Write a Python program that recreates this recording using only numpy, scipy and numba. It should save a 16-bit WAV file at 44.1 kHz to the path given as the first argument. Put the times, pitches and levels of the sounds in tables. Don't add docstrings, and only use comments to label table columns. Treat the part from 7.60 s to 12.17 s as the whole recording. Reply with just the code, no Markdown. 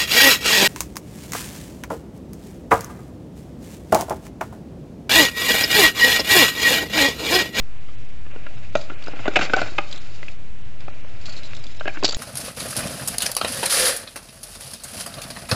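import sys
import numpy as np
from scipy import signal
from scipy.fft import rfft, irfft
from scipy.io import wavfile
from scipy.ndimage import uniform_filter1d
from numba import njit

SR = 44100
rng = np.random.default_rng(int(sys.argv[2]) if len(sys.argv) > 2 else 0)


def decibels_to_gain(level_db):
    exponent = np.asarray(level_db, float) / 20
    return 10 ** exponent


def unload_audio(sound):
    columns = np.transpose(np.atleast_2d(sound))
    steps = np.round(np.clip(columns, -1, 1) * 32767)
    wavfile.write(sys.argv[1], SR, steps.astype(np.int16))


N = 201492

# frequency_hz, density_db (per Hz)
ROOM_SPECTRUM = [(20, -2), (50, 2), (115, 2), (165, -8), (310, -13), (420, -18), (630, -18), (1000, -24),
                 (1600, -23), (2500, -19), (3200, -24.5), (5000, -32), (7500, -36), (9000, -50)]
# start_s, peak_db, pitch_hz
TABLE_BUMPS = [
    (1.156, -31, 116),
    (1.6, -30, 109),
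    (1.77, -30.5, 190),
    (1.809, -26.5, 59),
    (2.032, -28.5, 106.5),
    (2.184, -32, 166),
    (4.441, -29, 110),
]
# pitch_hz, level_db, t60_s
BOX_MODES = [(330, -10.5, 0.041), (476, -17, 0.054), (592, -7.5, 0.068), (696, -16.5, 0.076),
             (746, -46, 0.021)]
# pitch_hz, level_db, t60_s
PANEL_MODES = [(1220, -46, 0.015), (1420, -19, 0.052), (1644, -13, 0.034), (2052, -10, 0.026),
               (2385, -12, 0.059), (2610, -9.5, 0.028), (2790, -22.5, 0.016)]
# pitch_hz, level_db, t60_s
SHELL_MODES = [(3300, -18.5, 0.021), (3900, -4, 0.013), (4450, -13.5, 0.063), (5080, -9, 0.021),
               (5900, -10, 0.008), (6240, -21.5, 0.0064), (6900, -17.5, 0.045), (7860, -40, .01)]
# time_s, drag_on_card_db, capsules_rolling_db (relative to the drag)
DRUM_TURN = [(0.62, -80, -14), (0.73, -51.5, -14), (1.13, -58, 0), (1.17, -56.5, 15), (1.36, -50, -10),
             (1.5, -46.5, -6), (1.729, -43.5, -3), (1.834, -27.5, -2), (1.889, -41, -7.5),
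             (1.99, -36, -0.5), (2.15, -49, 0), (2.374, -52.5, 5), (2.75, -57, 2.5), (3.4, -56, -7),
             (3.6, -54.5, -4.5), (3.67, -49, 0.5), (4.3, -57, 5), (4.569, -43.5, -5)]
# time_s, share rubbing
RUB_S, RUB_SHARE = [.6, .65, 2.72, 2.78, 3.17, 3.22], [0, 1, 1, 0, 0, 1]
# start_s, peak_db, shell_hz
HEAP_CLICKS = [(1.1534, -14.5, 3650), (1.1698, -25.5, 6180), (1.2129, -26.5, 4650), (1.2394, -37, 3520),
               (1.4242, -30, 3500), (1.4391, -28.5, 4670), (1.4631, -25, 3300), (1.48, -30, 5000),
               (1.6583, -32, 3550), (1.6791, -18.5, 3560), (1.737, -30, 3660), (1.759, -30, 3600),
               (1.7684, -14, 3730), (1.79, -18, 3900), (1.8128, -19.5, 3680), (1.935, -15, 3550),
               (1.9646, -15, 4710), (2.0157, -19, 4200), (2.1819, -28, 3420), (2.312, -27, 4400),
               (2.3268, -18.5, 4000), (2.359, -26.5, 3700), (2.3774, -23.5, 4460), (2.685, -33, 3360),
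               (3.2056, -34, 3700)]
# start_s, peak_db, shell_hz
RIDE_CLICKS = [(3.6122, -35.5, 4480), (3.656, -25.5, 4320), (3.68, -35, 4480), (3.693, -26.5, 4480),
               (3.722, -30, 4450), (3.7638, -26, 4330), (3.775, -30.5, 4200), (3.7954, -43, 4340),
               (3.8322, -28.5, 4050), (3.8507, -35.5, 4070)]
# start_s, peak_db, shell_hz
SETTLE_CLICKS = [(3.9494, -25.5, 3770), (3.9663, -27.5, 3550), (4.0398, -27.5, 4870), (4.0667, -29, 3520),
                 (4.147, -37, 3890), (4.1973, -26.5, 3920), (4.279, -25, 3900), (4.523, -12, 6880),
                 (4.5456, -9, 6700)]
# start_s, peak_db, shell_hz
CHUTE_CLICKS = [
    (4.4353, -11.5, 4560),
    (4.4453, -0.5, 4420),
    (4.4511, 5.5, 4840),
    (4.4624, -6.5, 4370),
    (4.479, -9, 4430),
    (4.4888, -8, 4450),
    (4.4938, -9, 4600),
    (4.5086, -11.5, 4640),
    (4.5243, -14, 4540),
]
# start_s, peak_db, thud_hz, panel_hz
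SQUARE_KNOCKS = [(0.663, -34, 347, 1220), (1.299, -21, 296, 1430), (1.47, -21.5, 403, 1470),
                 (1.567, -29, 297, 1370), (1.593, -22, 301, 1420), (1.656, -12.5, 575, 1220),
                 (1.665, -16, 560, 1270), (1.711, -27, 301, 1440), (1.733, -32, 570, 1420),
                 (1.818, -8.5, 584, 2740), (1.825, -11.5, 736, 2840), (1.897, -15, 290, 1500),
                 (1.975, -16, 620, 1420), (2.002, -22, 710, 1380), (2.083, -28, 298, 1450),
                 (3.446, -32.5, 463, 1630), (3.683, -29, 634, 1450), (4.209, -17.5, 645, 1560),
                 (4.292, -22.5, 398, 2380), (4.371, -19.5, 315, 1530), (4.431, -21, 393, 1060),
                 (4.529, -21, 633, 1410)]
# start_s,
# peak_db, panel_hz, contact_ms
FLAP_SNAPS = [(0.286, -35, 1220, 1.7), (0.866, -21.5, 1420, 1.3), (1.642, -32, 1500, 1.2),
              (1.758, 1, 2610, 6.7), (1.983, -13.5, 1460, 5.9), (2.059, -22.5, 1490, 3.3),
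              (2.182, -10.5, 2130, 2.5), (2.212, -42, 2100, 1.6), (2.63, -18, 2040, 0.26),
              (2.683, -22, 2550, 0.43), (4.264, -24, 2660, 7.2), (4.345, -30, 1510, 5),
              (4.358, -27, 1550, 3)]
# start_s, peak_db, thud_hz, contact_ms
LANDINGS = [(0.761, -24.5, 457, 0.97), (1.158, -9, 700, 1.4), (1.76, -6.5, 313, 3), (1.315, -27, 380, 2.7),
            (1.482, -18.5, 580, 3.3), (1.534, -23.5, 512, 3.3), (1.603, -31, 659, 1.4),
            (1.679, -3.5, 415, 1.76), (1.836, -34, 326, 2.7), (1.964, -9, 754, 5.2), (2.027, -18, 635, 2.7),
            (2.119, -29, 380, 3), (2.342, -35.5, 344, 8.4), (3.281, -18.5, 377, 1.8),
            (3.972, -33.5, 298, 5), (4.442, -5, 474, 2.24), (4.487, -18, 476, 1.05)]
# start_s, peak_db, thud_hz, panel_hz, panel_share_db
HARD_BLOWS = [(1.153, -1.5, 650, 1370, -4), (1.767, 0.5, 725, 2790, -2), (1.791, -5.5, 320, 1530, -2),
              (1.812, -9.5, 630, 1500, 0), (1.935, 0.5, 570, 1515, -1), (2.016, -9.5, 700, 1450, -5.5),
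              (2.184, -5.5, 782, 2598, -1), (2.185, -8.5, 330, 1220, -0.5), (4.255, -16, 404, 1650, -4),
              (4.278, -9.5, 766, 1655, -0.7), (4.427, -12.5, 436, 1094, -3.5)]
THINNED_S = [.195, .37, .435, .475, .52, .6, .73, .82, .97, 1.115, 1.54, 1.67, 1.722, 2.39, 2.78, 3.035,
             3.18, 3.27, 3.89, 4.01, 4.19]
# centre_s, length_s, lowest_emptied_hz
DEEP_THINNED = [
    (1.362, .04, 3200),
    (3.325, .035, 2800),
    (3.45, .07, 3500),
    (4.415, .014, 1600),
]

ROOM_DB, OFFSET, TOP_HZ = -41.4, -.136, 7703
BUMP_T60_S, TAIL_T60_S = 0.14, .3
PANEL_DRAG_DB, PANEL_DRAG_SLOPE, FIRM_DRAG_DB = 2.5, 0.95, -37.5
HEAP_T60_S, RIDE_T60_S, SETTLE_T60_S, CHUTE_T60_S = .022, .03, .018, .02
TICK_CONTACT_MS, RIDE_CONTACT_MS, FREE_RING_DB = 2.1, 6, 5
WALL_PANEL_DB, WALL_CONTACT_MS = -1.5, 2.45
FLAP_PANEL_DB, FLAP_THUD_HZ = -.1, 320
LANDING_PANEL_DB, LANDING_PANEL_HZ = -8, 1450
HARD_CONTACT_MS = 2.2
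BOX_RING_T60_S, BOX_RING_DB = .036, .3
PANEL_RING_T60_S, PANEL_RING_DB = .024, 3
CRACK_SHARE_OF_T60 = .45
THINNED_LENGTH_S, THINNED_EDGE_HZ = .022, 4300


def level(x, db):
    return x * decibels_to_gain(db) / np.sqrt(np.mean(x ** 2))


def band(x, lo_hz, hi_hz):
    return signal.sosfilt(signal.butter(2, [lo_hz, hi_hz], "band", fs=SR, output="sos"), x)


def walk(rate_hz):
    k = int(SR / rate_hz)
    steps = np.repeat(rng.standard_normal(N // k + 1), k)
    drift = uniform_filter1d(uniform_filter1d(steps, k), k)[:N]
    return drift / drift.std()


def ring(hz, db, t60, seconds=0.13):
    t = np.arange(int(seconds * SR)) / SR
    hz, db, t60 = (np.asarray(v)[..., None] for v in (hz, db, t60))
    decay = np.exp(-np.log(1000) * t / np.maximum(t60, .004))
    return np.sum(decibels_to_gain(db) * decay * np.sin(2 * np.pi * hz * t), axis=-2)


def struck(modes, own_hz, own_t60, scatter_db, detune, crack_db, own_db):
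    hz, db, t60 = np.transpose(modes)
    chance = rng.standard_normal((len(own_hz), 2, len(hz)))
    shared = ring(hz * (1 + detune * chance[:, 0]), db + scatter_db * chance[:, 1], t60)
    crack = ring(hz * 1.066, db + crack_db, CRACK_SHARE_OF_T60 * t60)
    own_db = np.broadcast_to(own_db, own_hz.shape)
    own = ring(own_hz[:, None], own_db[:, None], own_t60[:, None])
    return shared + crack + own


def scuffle(rings, ms, spread, soft_ms):
    t_ms = np.arange(1024) * 1000 / SR
    age = t_ms / np.clip(ms, .3, 8)[:, None]
    chatter = spread * rng.standard_normal((len(rings), 1024)) ** 3 * np.sqrt(age) * np.exp(-age)
    chatter[:, 0] += 1
    push = t_ms[:128] * np.exp(-t_ms[:128] / soft_ms)
    hits = signal.fftconvolve(rings, chatter, axes=1)
    hits = signal.fftconvolve(hits, push[None], axes=1)
    return hits / np.abs(hits).max(axis=1, keepdims=True)


def place(times, hits):
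    out = np.zeros(N + hits.shape[1])
    for s, hit in zip(times, hits):
        k = int(s * SR)
        out[k:k + len(hit)] += hit
    return out[:N]


@njit
def follow(x, attack, release):
    out, e = np.empty(len(x)), 0.
    for i in range(len(x)):
        e += (x[i] - e) * (attack if x[i] > e else release)
        out[i] = e
    return out


def room():
    hz, db = np.transpose(ROOM_SPECTRUM)
    f = np.maximum(np.fft.rfftfreq(N, 1 / SR), 1)
    air = rfft(rng.standard_normal(N)) * decibels_to_gain(np.interp(np.log(f), np.log(hz), db))
    octave, out = np.log2(f / 20), 0
    for centre in np.arange(0, 10):
        weight = np.clip(1 - abs(octave - centre), 0, 1)
        out = out + decibels_to_gain(1.1 * walk(9)) * irfft(air * weight, N)
    return level(out, ROOM_DB)


def pressure_drift():
    return level(band(rng.standard_normal(N), 2, 13), -44)


def bumps():
    s, db, hz = np.transpose(TABLE_BUMPS)
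    return place(s, ring(hz[:, None], db[:, None], BUMP_T60_S, seconds=.2))


def drag():
    t, out = np.arange(N) / SR, 0
    s, drag_db, rolling_db = np.transpose(DRUM_TURN)
    panel_db = FIRM_DRAG_DB + PANEL_DRAG_DB + PANEL_DRAG_SLOPE * (drag_db - FIRM_DRAG_DB)
    rubbing = np.interp(t, RUB_S, RUB_SHARE)
    bodies = ((BOX_MODES, drag_db, .5), (PANEL_MODES, panel_db, .4), (SHELL_MODES, drag_db + rolling_db, .6))
    for modes, db, t60_share in bodies:
        hz, mode_db, t60 = np.transpose(modes)
        spots = ring(hz * np.array([[.97], [1], [1.03]]), mode_db, t60_share * t60)
        fits_db = np.array([3.5 * walk(70) for _ in spots])
        slip_db = 2.5 * rng.exponential(size=(3, N)) + fits_db
        slips = rng.standard_normal((3, N)) * decibels_to_gain(slip_db)
        body = signal.fftconvolve(slips, spots, axes=1)[:, :N].sum(axis=0)
        out = out + rubbing * decibels_to_gain(np.interp(t, s, db)) * level(body, 0)
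    return out


def ticks():
    groups = ((HEAP_CLICKS, HEAP_T60_S, 0, TICK_CONTACT_MS),
              (RIDE_CLICKS, RIDE_T60_S, FREE_RING_DB, RIDE_CONTACT_MS),
              (SETTLE_CLICKS, SETTLE_T60_S, 0, TICK_CONTACT_MS),
              (CHUTE_CLICKS, CHUTE_T60_S, FREE_RING_DB, TICK_CONTACT_MS))
    rows = [(*row, *setting) for clicks, *setting in groups for row in clicks]
    s, db, shell_hz, t60, own_db, ms = np.transpose(rows)
    shells = struck(SHELL_MODES, shell_hz, t60, 1.1, 0.054, 0.1, own_db)
    return place(s, decibels_to_gain(db)[:, None] * scuffle(shells, ms, 0.1, 0.0048))


def knocks():
    rows = [(s, db, thud, panel, WALL_PANEL_DB, WALL_CONTACT_MS) for s, db, thud, panel in SQUARE_KNOCKS]
    rows += [(s, db, FLAP_THUD_HZ, panel, FLAP_PANEL_DB, ms) for s, db, panel, ms in FLAP_SNAPS]
    rows += [(s, db, thud, LANDING_PANEL_HZ, LANDING_PANEL_DB, ms) for s, db, thud, ms in LANDINGS]
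    rows += [(*row, HARD_CONTACT_MS) for row in HARD_BLOWS]
    s, db, thud_hz, panel_hz, panel_db, ms = np.transpose(rows)
    box = struck(BOX_MODES, thud_hz, BOX_RING_T60_S + 0 * s, 1.8, 0.023, 0.1, BOX_RING_DB)
    thud = scuffle(box, ms, 0.15, 0.075)
    panels = struck(PANEL_MODES, panel_hz, PANEL_RING_T60_S + 0 * s, 3.2, 0.036, 0.86, PANEL_RING_DB)
    panel = scuffle(panels, ms, 0.1, 0.035)
    share = np.clip(decibels_to_gain(panel_db), .03, .99)[:, None]
    return place(s, decibels_to_gain(db)[:, None] * (np.sqrt(1 - share ** 2) * thud + share * panel))


def reflections(near):
    t = np.arange(SR // 4) / SR
    decay = np.exp(-np.log(1000) * t / TAIL_T60_S) * np.clip(t / 0.018, 0, 1)
    tail = band(rng.standard_normal(len(t)), 140, 6400) * decay
    return signal.fftconvolve(near, tail / np.sqrt(np.sum(tail ** 2)))[:N]


def scene():
    near = band(knocks(), 247, 7600) + ticks()
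    background = room() + pressure_drift()
    return (near + decibels_to_gain(-21) * reflections(near) + bumps() + drag() + background)[None]


def thin_out(x):
    f, t, z = signal.stft(x, SR, nperseg=512, noverlap=384)
    gaps = [(s, THINNED_LENGTH_S, THINNED_EDGE_HZ) for s in THINNED_S] + DEEP_THINNED
    for s, length, edge_hz in gaps:
        chance = .3 + .35 * np.arange(86) / 31
        empty = np.repeat(rng.random(86) < chance, 3)[:len(f)] & (f > edge_hz)
        z[np.ix_(empty, abs(t - s) < length / 2)] *= .05
    return signal.istft(z, SR, nperseg=512, noverlap=384)[1][:N]


def low_pass(x):
    return signal.sosfilt(signal.butter(12, 8650, fs=SR, output="sos"), x)


def record(dry):
    bright = follow(np.abs(band(dry[0], 3200, 5000)), 1 / (0.0038 * SR), 1 / (.12 * SR))
    gain = (1 + (bright / decibels_to_gain(-25.0)) ** 2) ** -.15
    ceiling = .56
    x = ceiling * np.tanh((dry + OFFSET) * gain / ceiling) - OFFSET
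    x = signal.sosfilt(signal.ellip(8, .3, 70, TOP_HZ, fs=SR, output="sos"), x)
    mix = thin_out(x[0])[None] + OFFSET
    return low_pass(mix)


dry = scene()
out = record(dry)
unload_audio(out)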